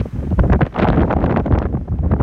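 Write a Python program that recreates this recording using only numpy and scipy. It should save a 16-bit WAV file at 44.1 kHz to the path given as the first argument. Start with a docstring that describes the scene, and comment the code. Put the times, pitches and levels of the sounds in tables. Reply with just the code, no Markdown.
"""Bare moor: strong wind tears across the port of a small hand-held microphone.
Large slow eddies rumble as lumpy low noise; a churning rush of fluttering noise bands rides on it.
Hard buffets burst through as short noise bursts, with sharp snaps of the smallest eddies in the treble.
Far water and wind hiss faintly as smooth noise. A limiter holds the peaks."""
import sys
import numpy as np
from scipy import signal
from scipy.io import wavfile
from scipy.ndimage import uniform_filter1d, minimum_filter1d

SR = 44100
rng = np.random.default_rng(int(sys.argv[2]) if len(sys.argv) > 2 else 0)


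def waveform_to_disk(signal):
    """Save audio, clipped to [-1, 1], as 16-bit WAV at the path in sys.argv[1]."""
    frames = np.transpose(np.atleast_2d(signal))
    scaled = np.clip(frames, -1, 1) * 32767
    samples = np.round(scaled).astype(np.int16)
    wavfile.write(sys.argv[1], SR, samples)


def volts_from_db(level):
    """Convert decibel levels to linear amplitude ratios."""
    exponent = np.asarray(level, float) / 20
    return 10 ** exponent


N = 98166   # samples

# Large eddies, before lumps: (time [s], level [dB])
RUMBLE_CURVE = [(0.0, -10), (0.1, -41.5), (0.15, -18.5), (0.3, -27), (0.33, -11), (0.36, -32), (0.39, -6.5),
                (0.48, -21), (0.52, -7.5), (0.6, -19), (0.625, -20.5), (0.655, -34.5), (0.75, -35.5),
                (0.82, -16), (0.97, -18), (0.99, -15.5), (1.12, -31.5), (1.16, -11), (1.2, -25.5),
                (1.24, -15.5), (1.29, -35.5), (1.42, -18.5), (1.44, -33), (1.55, -5.5), (1.61, -25.5),
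                (1.74, -23.5), (1.85, -25), (1.93, -18.5), (1.97, -22), (2.07, -9), (2.09, -28.5),
                (2.13, -8.5), (2.18, -29.5), (2.22, -8)]
# Relative rumble spectrum: (frequency [Hz], level per Hz [dB])
RUMBLE_SPECTRUM = [(15, -38.5), (25, -35), (40, -1), (63, 11.5), (100, 3), (150, -1.5), (220, -6),
                   (400, -70.5)]
RUMBLE_LUMP_DB, RUMBLE_LUMP_RATE_HZ = 2, 9.3

# Churning between buffets, before surge: (time [s], level at 250 Hz [dB], level near 1230 Hz [dB])
RUSH_CURVE = [(0.0, -58, -40), (0.07, -25.5, -100), (0.1, -50, -61.5), (0.17, -40, -53), (0.28, -40, -54.5),
              (0.33, -35, -55), (0.36, -39, -61), (0.39, -18, -47), (0.54, -16, -50.5), (0.59, -30, -60),
              (0.62, -23, -36.5), (0.7, -43.5, -56.5), (0.82, -16.5, -26.5), (0.95, -21.5, -42.5),
              (0.98, -13, -37), (1.09, -28.5, -43.5), (1.11, -19.5, -37), (1.21, -21, -46), (1.4, -18, -46),
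              (1.43, -34.5, -57.5), (1.46, -23, -45.5), (1.56, -17.5, -51.5), (1.61, -31, -47),
              (1.75, -22.5, -62), (1.83, -42.5, -70), (1.96, -35.5, -62), (2.13, -22, -49.5),
              (2.18, -26, -56.5), (2.2, -22, -50), (2.22, -18, -58)]
# Buffets, before trim: (crest time [s], level at 900 Hz [dB], at 250 Hz [dB], at 3500 Hz [dB],
# length at 900 Hz, floored at 1 ms [s])
BUFFET_ROWS = [(0.014, -20, -19, -69, 0.0015), (0.058, -32, -16.5, -91, 0.0026),
               (0.161, -52, -20, -80, 0.0069), (0.194, -46, -25, -68, 0.0064),
               (0.233, -42, -17, -58, 0.0087), (0.274, -41, -19.5, -70, 0.0039),
               (0.315, -29, -6.5, -64, 0.0019), (0.3271, -34.5, -7.5, -62, 0.0018),
               (0.3928, -15, -15.5, -38, 0.003), (0.4377, -18.5, -20, -56.5, 0.0036),
               (0.457, -28, -17, -72, 0.0044), (0.501, -22, -13.5, -38, 0.0037),
               (0.523, -10.5, -46, -30, 0.0021), (0.533, -14, -15, -25, 0.0043),
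               (0.5483, -15.5, -18, -47, 0.0024), (0.559, -26.5, -12, -39.5, 0.004),
               (0.593, -20, -25.5, -60, 0.0011), (0.61, -14, -22, -35, 0.0024),
               (0.617, -13, -6, -19, 0.0028), (0.627, -32, -0.5, -42, 0.0019),
               (0.655, -21, -49, -33, 0.0013), (0.667, -22.5, -19.5, -27.5, 0.0024),
               (0.678, -31, -40, -41, 0.0011), (0.725, -41, -42, -51.5, 0.0014),
               (0.7515, -20, -53.5, -49.5, 0.0039), (0.7633, -20, -31, -41, 0.004),
               (0.7826, -17.5, -19, -39, 0.006), (0.792, -22.5, -32, -31, 0.0034),
               (0.7983, -4.5, -1, -24.5, 0.0013), (0.809, -16, -32, -38, 0.0018),
               (0.823, -20, -25, -11, 0.0026), (0.8355, -27, -5.5, -31, 0.0033),
               (0.845, -14, -16, -33, 0.0011), (0.8523, 1, -25, -28, 0.0014),
               (0.863, -18.5, -31, -48, 0.004), (0.8725, -14.5, -14, -28, 0.0053),
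               (0.8872, -10, -4.5, -37, 0.0013), (0.9021, -12, -7.5, -13, 0.0009),
               (0.931, -11.5, -26, -24.5, 0.00094), (0.945, -25.5, -32, -36, 0.0061),
               (0.975, -20, -30, -36, 0.0038), (0.986, -22.5, -34, -58, 0.0049),
               (1.014, -19.5, -34, -45, 0.0038), (1.025, -21, -12.5, -36, 0.0042),
               (1.0333, -14, -15, -40, 0.0013), (1.047, -20.5, -14, -65, 0.0051),
               (1.08, -23, -15, -67, 0.0048), (1.11, -17.5, -17, -39, 0.0097),
               (1.1288, -12, -23, -31, 0.0015), (1.137, -5.5, -8.5, -29, 0.00071),
               (1.148, -24, -33, -59, 0.0048), (1.168, -11.5, -4.5, -45, 0.0025),
               (1.1896, -18.5, -38, -53, 0.0025), (1.2, -27, -20, -58, 0.0013),
               (1.2163, -19.5, -40, -66, 0.0018), (1.228, -19, -57, -38, 0.0008),
               (1.2426, -15, -16.5, -48, 0.003), (1.264, -20, -24, -24, 0.0037),
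               (1.2794, -21, -24, -53, 0.0041), (1.298, -17.5, -26, -39.5, 0.005),
               (1.3105, -21, -14.5, -32, 0.0045), (1.3261, -18, -22, -37.5, 0.0051),
               (1.343, -10, -26, -54, 0.00068), (1.363, -16, -28, -30, 0.0023),
               (1.372, -17.5, -11, -25.5, 0.0031), (1.3847, -17.5, -38, -50.5, 0.0048),
               (1.4, -26, -11.5, -37.5, 0.0041), (1.4063, -28, -23.5, -66, 0.006),
               (1.453, -52, -42, -64, 0.0024), (1.462, -21.5, -11.5, -47, 0.0035),
               (1.4805, -16, -13, -72, 0.001), (1.508, -25, -12, -85, 0.0037),
               (1.5245, -12, -33.5, -31, 0.0011), (1.538, -23.5, -17.5, -37, 0.0039),
               (1.555, -23.5, -20.5, -47, 0.0087), (1.5783, -16.5, -20, -51, 0.0022),
               (1.5858, -26, -15.5, -24, 0.00097), (1.601, -22.5, -38, -72, 0.0046),
               (1.6185, -19.5, -16.5, -35.5, 0.0015), (1.6264, -21.5, -25, -41, 0.0017),
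               (1.6548, -19, -17, -35.5, 0.0023), (1.663, -31, -23.5, -45.5, 0.0048),
               (1.728, -34, -27, -59, 0.002), (1.742, -36.5, -12, -64, 0.0041),
               (1.752, -29.5, -45, -59, 0.0028), (1.7717, -30.5, -24.5, -62, 0.003),
               (1.812, -44.5, -20.5, -77, 0.0021), (1.855, -54, -30.5, -74.5, 0.0025),
               (1.883, -30.5, -30.5, -76, 0.0048), (1.923, -31, -37.5, -85, 0.0048),
               (1.9394, -38.5, -20.5, -72.5, 0.0037), (1.99, -33, -26, -61, 0.0023),
               (2.041, -31.5, -20, -78, 0.0081), (2.062, -25, -31.5, -70.5, 0.0023),
               (2.1168, -20, -24.5, -36, 0.0044), (2.1383, -18, -19, -53, 0.0024),
               (2.1648, -18.5, -27, -62, 0.0016), (2.177, -36, -25, -77, 0.0009),
               (2.202, -20.5, -10, -47, 0.0044), (2.212, -13.5, -28, -46, 0.0019)]
# Buffet level trim: (low [dB], middle [dB], high [dB])
BUFFET_TRIM_BY_PITCH_DB = [-1.5, 1, -8]
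# Pitches of the buffet levels: (low [Hz], middle [Hz], high [Hz])
BUFFET_PITCH_HZ = [250, 900, 3500]
BUFFET_RISE_SHARE = 0.77   # rise time / fall time
BUFFET_LENGTH_EXPONENT = 0.5   # length grows toward the bass
# Rush and buffet fine shape, relative to the three buffet pitches: (frequency [Hz], level per Hz [dB])
EDDY_SPECTRUM = [(45, -13.5), (90, -2), (150, 0.5), (250, -0.5), (400, -4.5), (650, -6.5), (900, -16),
                 (1500, -15.5), (3500, -31), (4600, -54.5), (5500, -74.5), (9000, -80), (16000, -113)]
FLUTTER_AT_900_HZ_DB, FLUTTER_DB_PER_OCTAVE, FLUTTER_RATE_HZ = 4, 2.9, 340
SURGE_DB, SURGE_RATE_HZ = 3, 20.3
BUFFET_FLUTTER_SHARE = 0.52   # buffet flutter / rush flutter
BAND_EDGES_HZ = 20 * 2 ** np.arange(0, 9.8, 1 / 3)
EDDY_STEADINESS = 0.42   # 0: free height, 1: even height

# Snaps of the smallest eddies, before lift: (start time [s], body peak level [dB], tip peak level [dB])
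SNAP_ROWS = [(0.3965, -29, -66.5), (0.5225, -37, -53), (0.5295, -25.5, -56), (0.609, -35, -59),
             (0.6171, -21, -58.5), (0.6274, -44, -73), (0.6539, -44, -71), (0.664, -34, -70.5),
             (0.7502, -41, -67), (0.7809, -39, -63), (0.7863, -23, -60), (0.7986, -21, -68),
             (0.808, -28, -59), (0.819, -22, -58), (0.8354, -31, -67), (0.8438, -21.5, -70),
             (0.8517, -30, -70), (0.873, -38, -60), (0.876, -34, -62.5), (0.8854, -19, -58),
             (0.9016, -31, -52), (0.9293, -40, -71), (0.9612, -36, -75), (1.0203, -33, -71),
             (1.1135, -38, -74), (1.1266, -35, -68), (1.135, -31, -65), (1.1651, -33, -68),
             (1.2034, -46, -69), (1.225, -44, -69), (1.2408, -31, -69), (1.2599, -28.5, -70),
             (1.3058, -33.5, -74.5), (1.3228, -33, -72), (1.363, -40, -71), (1.3726, -30.5, -75),
             (1.3958, -37, -72), (1.4617, -33.5, -73), (1.5209, -37.5, -70), (1.5383, -34, -74.5),
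             (1.5872, -28, -72), (1.6156, -44, -80), (1.6551, -49.5, -79), (2.1156, -45, -66)]
SNAP_BODY_LOW_HZ, SNAP_BODY_HIGH_HZ, SNAP_TIP_LOW_HZ = 1500, 3410, 6000
SNAP_WIDTH_S, SNAP_BODY_LIFT_DB, SNAP_TIP_LIFT_DB = 0.00027, 4, 6.5

# Far hiss: (time [s], level [dB], part above 7 kHz relative to its spectrum [dB])
HISS_CURVE = [(0, -49.5, 1), (.52, -52, 0.5), (.55, -55.5, -0.5), (1.1, -52.5, -8), (1.7, -59, -3),
              (2.0, -59.5, -1.5)]
# Relative hiss spectrum: (frequency [Hz], level per Hz [dB])
HISS_SPECTRUM = [(500, 3), (1000, 8), (2000, 2.5), (3000, -4.5), (4400, -12.5), (4900, -10.5), (5600, -11),
                 (7500, -19), (9500, -17), (10500, -25), (12000, -18), (14500, -21.5), (16000, -27)]

BASS_CUT_HZ = 34.8
LIMITER_CEILING, LIMITER_WINDOW_S, LIMITER_RECOVERY_DB_PER_S = 0.7, 0.003, 293.5


def rms_one(x):
    """Scale to rms 1."""
    return x / np.sqrt(np.mean(x ** 2) + 1e-20)


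def in_time(rows):
    """Curve columns, one value per sample."""
    time_s, *columns = np.transpose(rows)
    return [np.interp(np.arange(N) / SR, time_s, column) for column in columns]


def at_hz(points, hz):
    """Spectrum level on a log frequency axis."""
    points_hz, level_db = np.transpose(points)
    return np.interp(np.log(hz), np.log(points_hz), level_db)


def filtered(x, order, hz, kind):
    """Butterworth filter."""
    return signal.sosfilt(signal.butter(order, hz, kind, fs=SR, output="sos"), x)


def rounded(x, hz):
    """Steep low-pass: an eddy cannot change faster than its size allows."""
    return filtered(x, 4, min(hz, 0.45 * SR), "low")


def drift(rate_hz):
    """Random fluctuation of rms 1: noise through a double-pole low-pass."""
    r = np.exp(-2 * np.pi * rate_hz / SR)
    noise = rng.standard_normal(N + SR)
    return rms_one(signal.lfilter([1], [1, -2 * r, r * r], noise)[SR:])


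def bands(steadiness=0.0):
    """Centres [Hz] and third-octave noise bands of unit height per Hz; steadiness evens their height."""
    settle = 9000   # samples dropped
    white = rng.standard_normal((2, N + settle))
    out = []
    for k, (low_hz, high_hz) in enumerate(zip(BAND_EDGES_HZ, BAND_EDGES_HZ[1:])):
        # neighbours come from independent noises
        band = filtered(white[k % 2], 2, [low_hz, high_hz], "band")[settle:]
        height = np.sqrt(uniform_filter1d(band ** 2, int(SR / low_hz)) + 1e-9)
        evened = rms_one(band / height ** steadiness)
        out.append((np.sqrt(low_hz * high_hz), np.sqrt(high_hz - low_hz) * evened))
    return out


def coloured(spectrum, steadiness=0.0):
    """Noise of a given spectrum, rms 1."""
    return rms_one(sum(volts_from_db(at_hz(spectrum, hz)) * band for hz, band in bands(steadiness)))


def rumble():
    """Large eddies: low noise whose level wanders in lumps."""
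    level_db = in_time(RUMBLE_CURVE)[0] + RUMBLE_LUMP_DB * drift(RUMBLE_LUMP_RATE_HZ)
    return rounded(volts_from_db(level_db) * coloured(RUMBLE_SPECTRUM, EDDY_STEADINESS), 450)


def buffet_power(hz, place):
    """Summed power of all buffets at one pitch: Gaussian rise and fall, longer in the bass."""
    power = np.zeros(N)
    for crest_s, mid_db, low_db, high_db, length_s in BUFFET_ROWS:
        levels_db = np.add([low_db, mid_db, high_db], BUFFET_TRIM_BY_PITCH_DB)
        level_db = np.interp(place, [0, 1, 2], levels_db)
        fall_s = max(length_s, 0.001) * (BUFFET_PITCH_HZ[1] / hz) ** BUFFET_LENGTH_EXPONENT
        start = max(int((crest_s - 3 * fall_s) * SR), 0)
        stop = min(int((crest_s + 5 * fall_s) * SR), N)
        t = np.arange(start, stop) / SR - crest_s
        width_s = np.where(t < 0, BUFFET_RISE_SHARE * fall_s, fall_s)
        power[start:stop] += volts_from_db(2 * level_db) * np.exp(-(t / width_s) ** 2)
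    return power


def eddies():
    """Rush and buffets: small eddies arrive in fluttering clumps, sharper toward the treble."""
    low_db, high_db = in_time(RUSH_CURVE)
    flutter, surge = drift(FLUTTER_RATE_HZ), drift(SURGE_RATE_HZ)
    log_pitch = np.log(BUFFET_PITCH_HZ)
    out = np.zeros(N)
    for hz, band in bands(EDDY_STEADINESS):
        # place: 0 low, 1 middle, 2 high buffet pitch
        place = np.interp(np.log(hz), log_pitch, [0, 1, 2])
        anchor_db = np.interp(place, [0, 1, 2], at_hz(EDDY_SPECTRUM, BUFFET_PITCH_HZ))
        spread_hz = np.interp(np.log(hz), log_pitch, [400, 1500, 2500])
        per_hz = volts_from_db(at_hz(EDDY_SPECTRUM, hz) - anchor_db) / np.sqrt(spread_hz)

        octaves = np.log2(hz / BUFFET_PITCH_HZ[1])
        depth_db = max(FLUTTER_AT_900_HZ_DB + FLUTTER_DB_PER_OCTAVE * octaves, 0)
        rush_flutter = rms_one(volts_from_db(depth_db * flutter))
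        buffet_flutter = rms_one(volts_from_db(BUFFET_FLUTTER_SHARE * depth_db * flutter))

        rush = volts_from_db(low_db + (high_db - low_db) * place / 1.23 + SURGE_DB * surge)
        power = (rush_flutter * rush) ** 2 + buffet_flutter ** 2 * buffet_power(hz, place)
        out += rounded(per_hz * np.sqrt(power) * band, 2 * hz)
    return out


def snaps():
    """Smallest eddies: Gaussian noise jolts under a millisecond, each a body plus a thin treble tip."""
    t = np.arange(-44, 220) / SR
    jolts = rng.standard_normal((len(SNAP_ROWS), len(t))) * np.exp(-(t / SNAP_WIDTH_S) ** 2)
    bodies = filtered(jolts, 2, [SNAP_BODY_LOW_HZ, SNAP_BODY_HIGH_HZ], "band")
    bodies = rounded(bodies, 2 * SNAP_BODY_HIGH_HZ)
    tips = filtered(jolts, 2, [SNAP_TIP_LOW_HZ, 2 * SNAP_TIP_LOW_HZ], "band")
    out = np.zeros(N + len(t))
    for (start_s, body_db, tip_db), body, tip in zip(SNAP_ROWS, bodies, tips):
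        i = int(start_s * SR)
        out[i:i + len(t)] += volts_from_db(body_db + SNAP_BODY_LIFT_DB) * body / np.abs(body).max()
        out[i:i + len(t)] += volts_from_db(tip_db + SNAP_TIP_LIFT_DB) * tip / np.abs(tip).max()
    return out[:N]


def far_hiss():
    """Distant water and wind: smooth noise; the part above 7 kHz has its own level curve."""
    level_db, top_db = in_time(HISS_CURVE)
    hiss = volts_from_db(level_db) * coloured(HISS_SPECTRUM)
    return rounded(hiss, 7000) + volts_from_db(top_db) * filtered(hiss, 4, 7000, "high")


def scene():
    """All layers at one microphone."""
    return (rumble() + eddies() + snaps() + far_hiss())[None]


def low_pass(x):
    """Removes everything above the highest recorded frequency."""
    return signal.sosfilt(signal.butter(12, 15800, fs=SR, output="sos"), x)


def record(dry):
    """Bass cut, then a look-ahead limiter with linear dB recovery."""
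    dry = filtered(dry, 3, BASS_CUT_HZ, "high")
    size = int(LIMITER_WINDOW_S * SR)
    ramp_db = LIMITER_RECOVERY_DB_PER_S * np.arange(N) / SR
    over_db = np.maximum(20 * np.log10(np.abs(dry[0]) / LIMITER_CEILING + 1e-9), 0)
    recovering_db = np.maximum.accumulate(over_db + ramp_db) - ramp_db
    cut_db = -minimum_filter1d(-recovering_db, size=size)   # centred window: sees peaks ahead
    for _ in range(2):
        cut_db = uniform_filter1d(cut_db, size=size // 2)
    held = dry * volts_from_db(-cut_db)
    return low_pass(held)


dry = scene()
out = record(dry)
waveform_to_disk(out)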